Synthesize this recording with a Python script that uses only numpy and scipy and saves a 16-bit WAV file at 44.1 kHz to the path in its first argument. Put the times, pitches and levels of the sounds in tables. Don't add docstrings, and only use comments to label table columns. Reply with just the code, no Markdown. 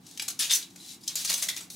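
import sys
import numpy as np
from scipy import signal
from scipy.fft import rfft, irfft
from scipy.io import wavfile
from scipy.ndimage import uniform_filter1d

SR = 44100
rng = np.random.default_rng(int(sys.argv[2]) if len(sys.argv) > 2 else 0)


def ratio(d):
    e = np.asarray(d, float) / 20
    return 10 ** e


def pcm_store(signal):
    levels = np.round(np.clip(np.atleast_2d(signal), -1, 1) * 32767)
    wavfile.write(sys.argv[1], SR, levels.astype(np.int16).T)


N = 77175


def evened(x):
    return x / np.sqrt(np.mean(x ** 2) + 1e-20)


def read(points, hz):
    point_hz, value = np.transpose(points)
    return np.interp(np.log(hz + 1), np.log(point_hz + 1), value)


def add(mix, start_s, sound):
    part = mix[round(start_s * SR):][:len(sound)]
    part += sound[:len(part)]


def resonate(x, hz, width_hz):
    r = np.exp(-np.pi * width_hz / SR)
    return signal.lfilter([1, 0, -1], [1, -2 * r * np.cos(2 * np.pi * hz / SR), r * r], x)


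def colour(x, body_db, bright_db):
    # pitch_hz, level_db (per Hz)
    skin_tone = [(400, -28.5), (900, -23.5), (1700, -15), (2600, -9.5), (3700, -3), (6500, -1),
                 (11000, -5.5), (16000, -15.5)]
    knee_hz = 3600
    hz = np.abs(np.fft.fftfreq(1024, 1 / SR))
    octaves = np.log2((hz + 300) / knee_hz)
    body = body_db * np.clip(octaves, -2, 0)
    bright = bright_db * np.maximum(octaves, 0)
    log_gain = np.log(ratio(read(skin_tone, hz) + body + bright))
    taps = np.fft.ifft(np.exp(np.conj(signal.hilbert(log_gain)))).real
    return signal.oaconvolve(x, taps[:512])[:len(x)]


def clicks(count):
    clicks_per_s, spread_db = 12000, 4.5
    chance, rarity, side, drift = rng.random((count, 4)).T
    size = ratio(spread_db * np.minimum(-np.log(rarity + 1e-9), 2.8)) * np.sign(side - 0.5)
    clump = evened(uniform_filter1d(drift - 0.5, 90))
    return size * (chance < clicks_per_s / SR) * ratio(0.83 * clump)


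def burst(shape, hz, body_db, bright_db):
    ring_db, ring_width_hz, ring_life_s = -9.5, 340, 0.018
    skin = colour(clicks(len(shape)) * shape, body_db, bright_db)
    held = np.exp(-np.arange(len(shape)) / SR / ring_life_s)
    ring = evened(resonate(skin * held, hz, ring_width_hz))
    sound = evened(skin) + ratio(ring_db) * ring
    return evened(sound) * np.sqrt(np.mean(shape ** 2))


def hum():
    # pitch_hz, level_db (per Hz)
    hum_tone = [(55, -14), (85, -9.5), (175, 0), (320, -1.5), (560, -19.5), (800, -11), (1300, -19.5),
                (16000, -31)]
    # pitch_hz, likeness (0 to 1)
    hum_same = [(60, 0.97), (240, 0.97), (950, 0.26), (3770, 0.2), (15000, 0.26)]
    hz = np.fft.rfftfreq(N, 1 / SR)
    a, b, c, d = rng.standard_normal((len(hz), 4)).T
    same = read(hum_same, hz)
    left, other = a + 1j * b, c + 1j * d
    right = same * left + np.sqrt(1 - same ** 2) * other
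    motor_db = 5 * np.exp(-((hz - 175) / 14) ** 2) + 6 * np.exp(-((hz - 98) / 6) ** 2)
    spectrum = np.array([left, right]) * ratio(read(hum_tone, hz) + motor_db)
    return ratio(-56) * evened(irfft(spectrum, N))


def rustle():
    # time_s, level_db
    rub = [(0, -82), (.05, -61), (.09, -55), (.16, -55.5), (.25, -49.5), (.37, -60), (0.602, -44.5),
           (0.698, -66), (.75, -63.5), (.8, -53), (.9, -46), (0.943, -48.5), (0.988, -73), (1.06, -55),
           (1.14, -50), (1.4, -43.5), (1.6, -51.5), (1.69, -73), (1.75, -49)]
    skin = evened(colour(clicks(N), body_db=4, bright_db=-1.5))
    sound = skin + ratio(-14.5) * evened(resonate(skin, 3920, 190))
    return evened(sound) * ratio(np.interp(np.arange(N) / SR, *np.transpose(rub)))


def crunches():
    # start_s, level_db, ring_hz, swell_s (time to the
    # top), body_db (per octave)
    crunch_events = [(.089, -52, 3880, 0.0019, -5), (0.217, -33.5, 10300, 0.0061, -7),
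                     (.279, -26.5, 6800, 0.0053, -5), (.196, -32.5, 1950, 0.002, -5.5), (.3, -33, 6000, 0.0043, -4),
                     (.758, -44.5, 6700, 0.0036, -9.5), (1.241, -28, 5950, 0.01, -4.5),
                     (1.291, -25, 4240, 0.0091, -4), (1.304, -24.5, 4560, 0.0013, -11.5),
                     (1.315, -28, 4800, 0.0033, -10.3), (1.324, -28.5, 4360, 0.0066, -4.5),
                     (1.337, -21.5, 6150, 0.0037, .3), (1.373, -33, 9050, 0.0084, -5),
                     (1.392, -37.5, 3400, 0.0039, -2), (1.418, -25.5, 6400, 0.0098, -6.5),
                     (1.438, -33.5, 5460, 0.0025, 14), (1.483, -26, 3600, 0.0065, -5),
                     (1.498, -31, 4770, 0.0018, -1.5), (1.534, -57, 4000, 0.0031, -5),
                     (1.562, -33.5, 6500, 0.0042, -6), (1.571, -34, 2360, 0.0046, -5),
                     (1.604, -40.5, 7900, 0.0061, -11), (1.7, -37.5, 5700, 0.0039, -3.5),
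                     (.012, -65, 4900, 0.0028, 3),
        (.7, -54, 6000, 0.0058, 15),
        (1.005, -55.5, 4570, 0.0095, 3),
        (1.027, -49.5, 4800, 0.0098, 3),
        (1.09, -50, 990, 0.017, -7),
        (1.062, -51, 7000, 0.0088, -5),
    ]
    out, t = np.zeros(N), np.arange(4000) / SR
    for start_s, level_db, ring_hz, swell_s, body_db in crunch_events:
        u = t / swell_s
        shape = (u * np.exp(1 - u)) ** 2.42
        add(out, start_s, ratio(level_db) * burst(shape, ring_hz, body_db, bright_db=0.9))
    return out


def snaps():
    # start_s, peak_db, ring_hz, body_db (per octave below the knee),
    # bright_db (per octave above it)
    snap_events = [
        (0.0651, -35, 5840, 14, -1.5),
        (0.1115, -35, 6650, 1.5, -2),
        (0.175, -26, 5950, 1.5, -3),
        (0.196, -17, 2920, 5.5, -8),
        (0.5237, -14, 6400, 17, 9),
        (0.5553, -12, 5700, 2, 5.5),
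        (0.626, -27.5, 4050, 14, -10),
        (1.077, -15, 6140, 23, -4.3),
        (1.155, -13, 6900, -6, 5.3),
    ]
    rise_s, hold_s, t60_s, crest_db = 0.00019, 0.0042, 0.017, -12
    out, t = np.zeros(N), np.arange(6000) / SR
    first_break = 0.4 * np.exp(-t / 0.00015)
    fall = ratio(-60 * np.maximum(t - hold_s, 0) / t60_s)
    shape = np.minimum(t / rise_s, 1) * fall + first_break
    for start_s, peak_db, ring_hz, body_db, bright_db in snap_events:
        add(out, start_s, ratio(peak_db + crest_db) * burst(shape, ring_hz, body_db, bright_db))
    return out


def tears():
    # start_s, hold_s, level_db, ring_hz, bright_db (per octave)
    strips = [(0.389, 0.014, -31, 5530, -1.5), (0.392, 0.016, -28.5, 10200, -1.5),
              (0.399, 0.057, -41, 1670, 2), (0.421, 0.0067, -28.5, 3600, -5),
              (0.441, 0.032, -41, 2930, -1.5), (0.494, 0.0036, -28.5, 3620, -8),
              (0.505, 0.0045, -22, 3550, -3), (0.528, 0.021, -27.5, 6130, 3.5),
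              (1.083, 0.014, -42, 4200, -1.5), (1.157, 0.057, -36, 4700, -0.9),
              (1.353, 0.11, -41.5, 5850, 3), (1.495, 0.14, -51.5, 2390, 1), (1.705, 0.028, -49.5, 3830, 6),
              (1.272, 0.034, -34.5, 4660, -2.5)]
    rise_s, t60_s = 0.0046, 0.14
    out, t = np.zeros(N), np.arange(9000) / SR
    for start_s, hold_s, level_db, ring_hz, bright_db in strips:
        fall = ratio(-60 * np.maximum(t - rise_s - hold_s, 0) / t60_s)
        shape = np.minimum(t / rise_s, 1) * fall
        add(out, start_s, ratio(level_db) * burst(shape, ring_hz, -0.17, bright_db))
    return out


def flaps(x):
    flaps_db, width_hz, touch_s = -10, 200, 0.005
    out, size = np.zeros(N), round(touch_s * SR)
    for hz in np.geomspace(1700, 12000, 24):
        touch = uniform_filter1d(uniform_filter1d(rng.standard_normal(N), size), size)
        contact = np.maximum(evened(touch) - 1.2, 0)
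        out += resonate(x * contact, hz, width_hz)
    return ratio(flaps_db) * np.sqrt(width_hz / SR) * out


def kitchen(x):
    # pitch_hz, t60_s
    decay = [(500, 0.51), (2000, 0.28), (5000, 0.19), (10000, 0.16), (16000, 0.2)]
    out, t_all = np.zeros((2, N)), np.arange(N) / SR
    for k in range(3):
        taps = np.zeros((2, 20000))
        at = np.arange(120, 19980, 20) + rng.integers(0, 20, (2, 993))
        np.put_along_axis(taps, at, rng.choice([-1., 1.], at.shape), 1)
        hz, t, z = signal.stft(taps, SR, nperseg=128)
        fade = ratio(-60 * t / read(decay, hz)[:, None])
        tail = signal.istft(z * fade, SR, nperseg=128)[1]
        tail[1] = 0.81 * tail[0] + 0.73 * tail[1]
        tail = tail / np.linalg.norm(tail[0])
        turn = np.sqrt(2 / 3) * np.cos(np.pi * (7 * t_all + k / 3))
        out += signal.fftconvolve((x * turn)[None], tail, axes=1)[:, :N]
    return out


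def counter(peel):
    # pitch_hz, level_db
    apart_tone = [(500, -10), (2000, -4.5), (6000, -3.5), (14000, 1.5)]
    scatter = rng.standard_normal(1600) * ratio(-35 * np.arange(1600) / 1600)
    apart = signal.oaconvolve(peel, scatter / np.linalg.norm(scatter))[:N]
    apart = apart * np.sqrt(2) * np.cos(2 * np.pi * 11 * np.arange(N) / SR)
    gain = ratio(read(apart_tone, np.fft.rfftfreq(N, 1 / SR)))
    return irfft(rfft(apart) * gain, N) * [[1], [-1]]


def scene():
    pan_db, spread_db, echo_db = 1.4, -7, -3.5
    peel = rustle() + crunches() + snaps() + tears()
    thin = signal.butter(2, 330, "high", fs=SR, output="sos")
    peel = signal.sosfilt(thin, peel + flaps(peel))
    direct = peel * ratio([[pan_db], [-pan_db]])
    return direct + ratio(spread_db) * counter(peel) + ratio(echo_db) * kitchen(peel) + hum()


def band_limit(x):
    return signal.sosfilt(signal.butter(12, 17000, fs=SR, output="sos"), x)


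def record(dry):
    low_cut = signal.butter(2, 65, "high", fs=SR, output="sos")
    treble_edge = signal.firwin(601, 15850, window=("kaiser", 6), fs=SR)
    mix = signal.oaconvolve(signal.sosfilt(low_cut, dry), treble_edge[None], "same")
    return band_limit(mix)


dry = scene()
out = record(dry)
pcm_store(out)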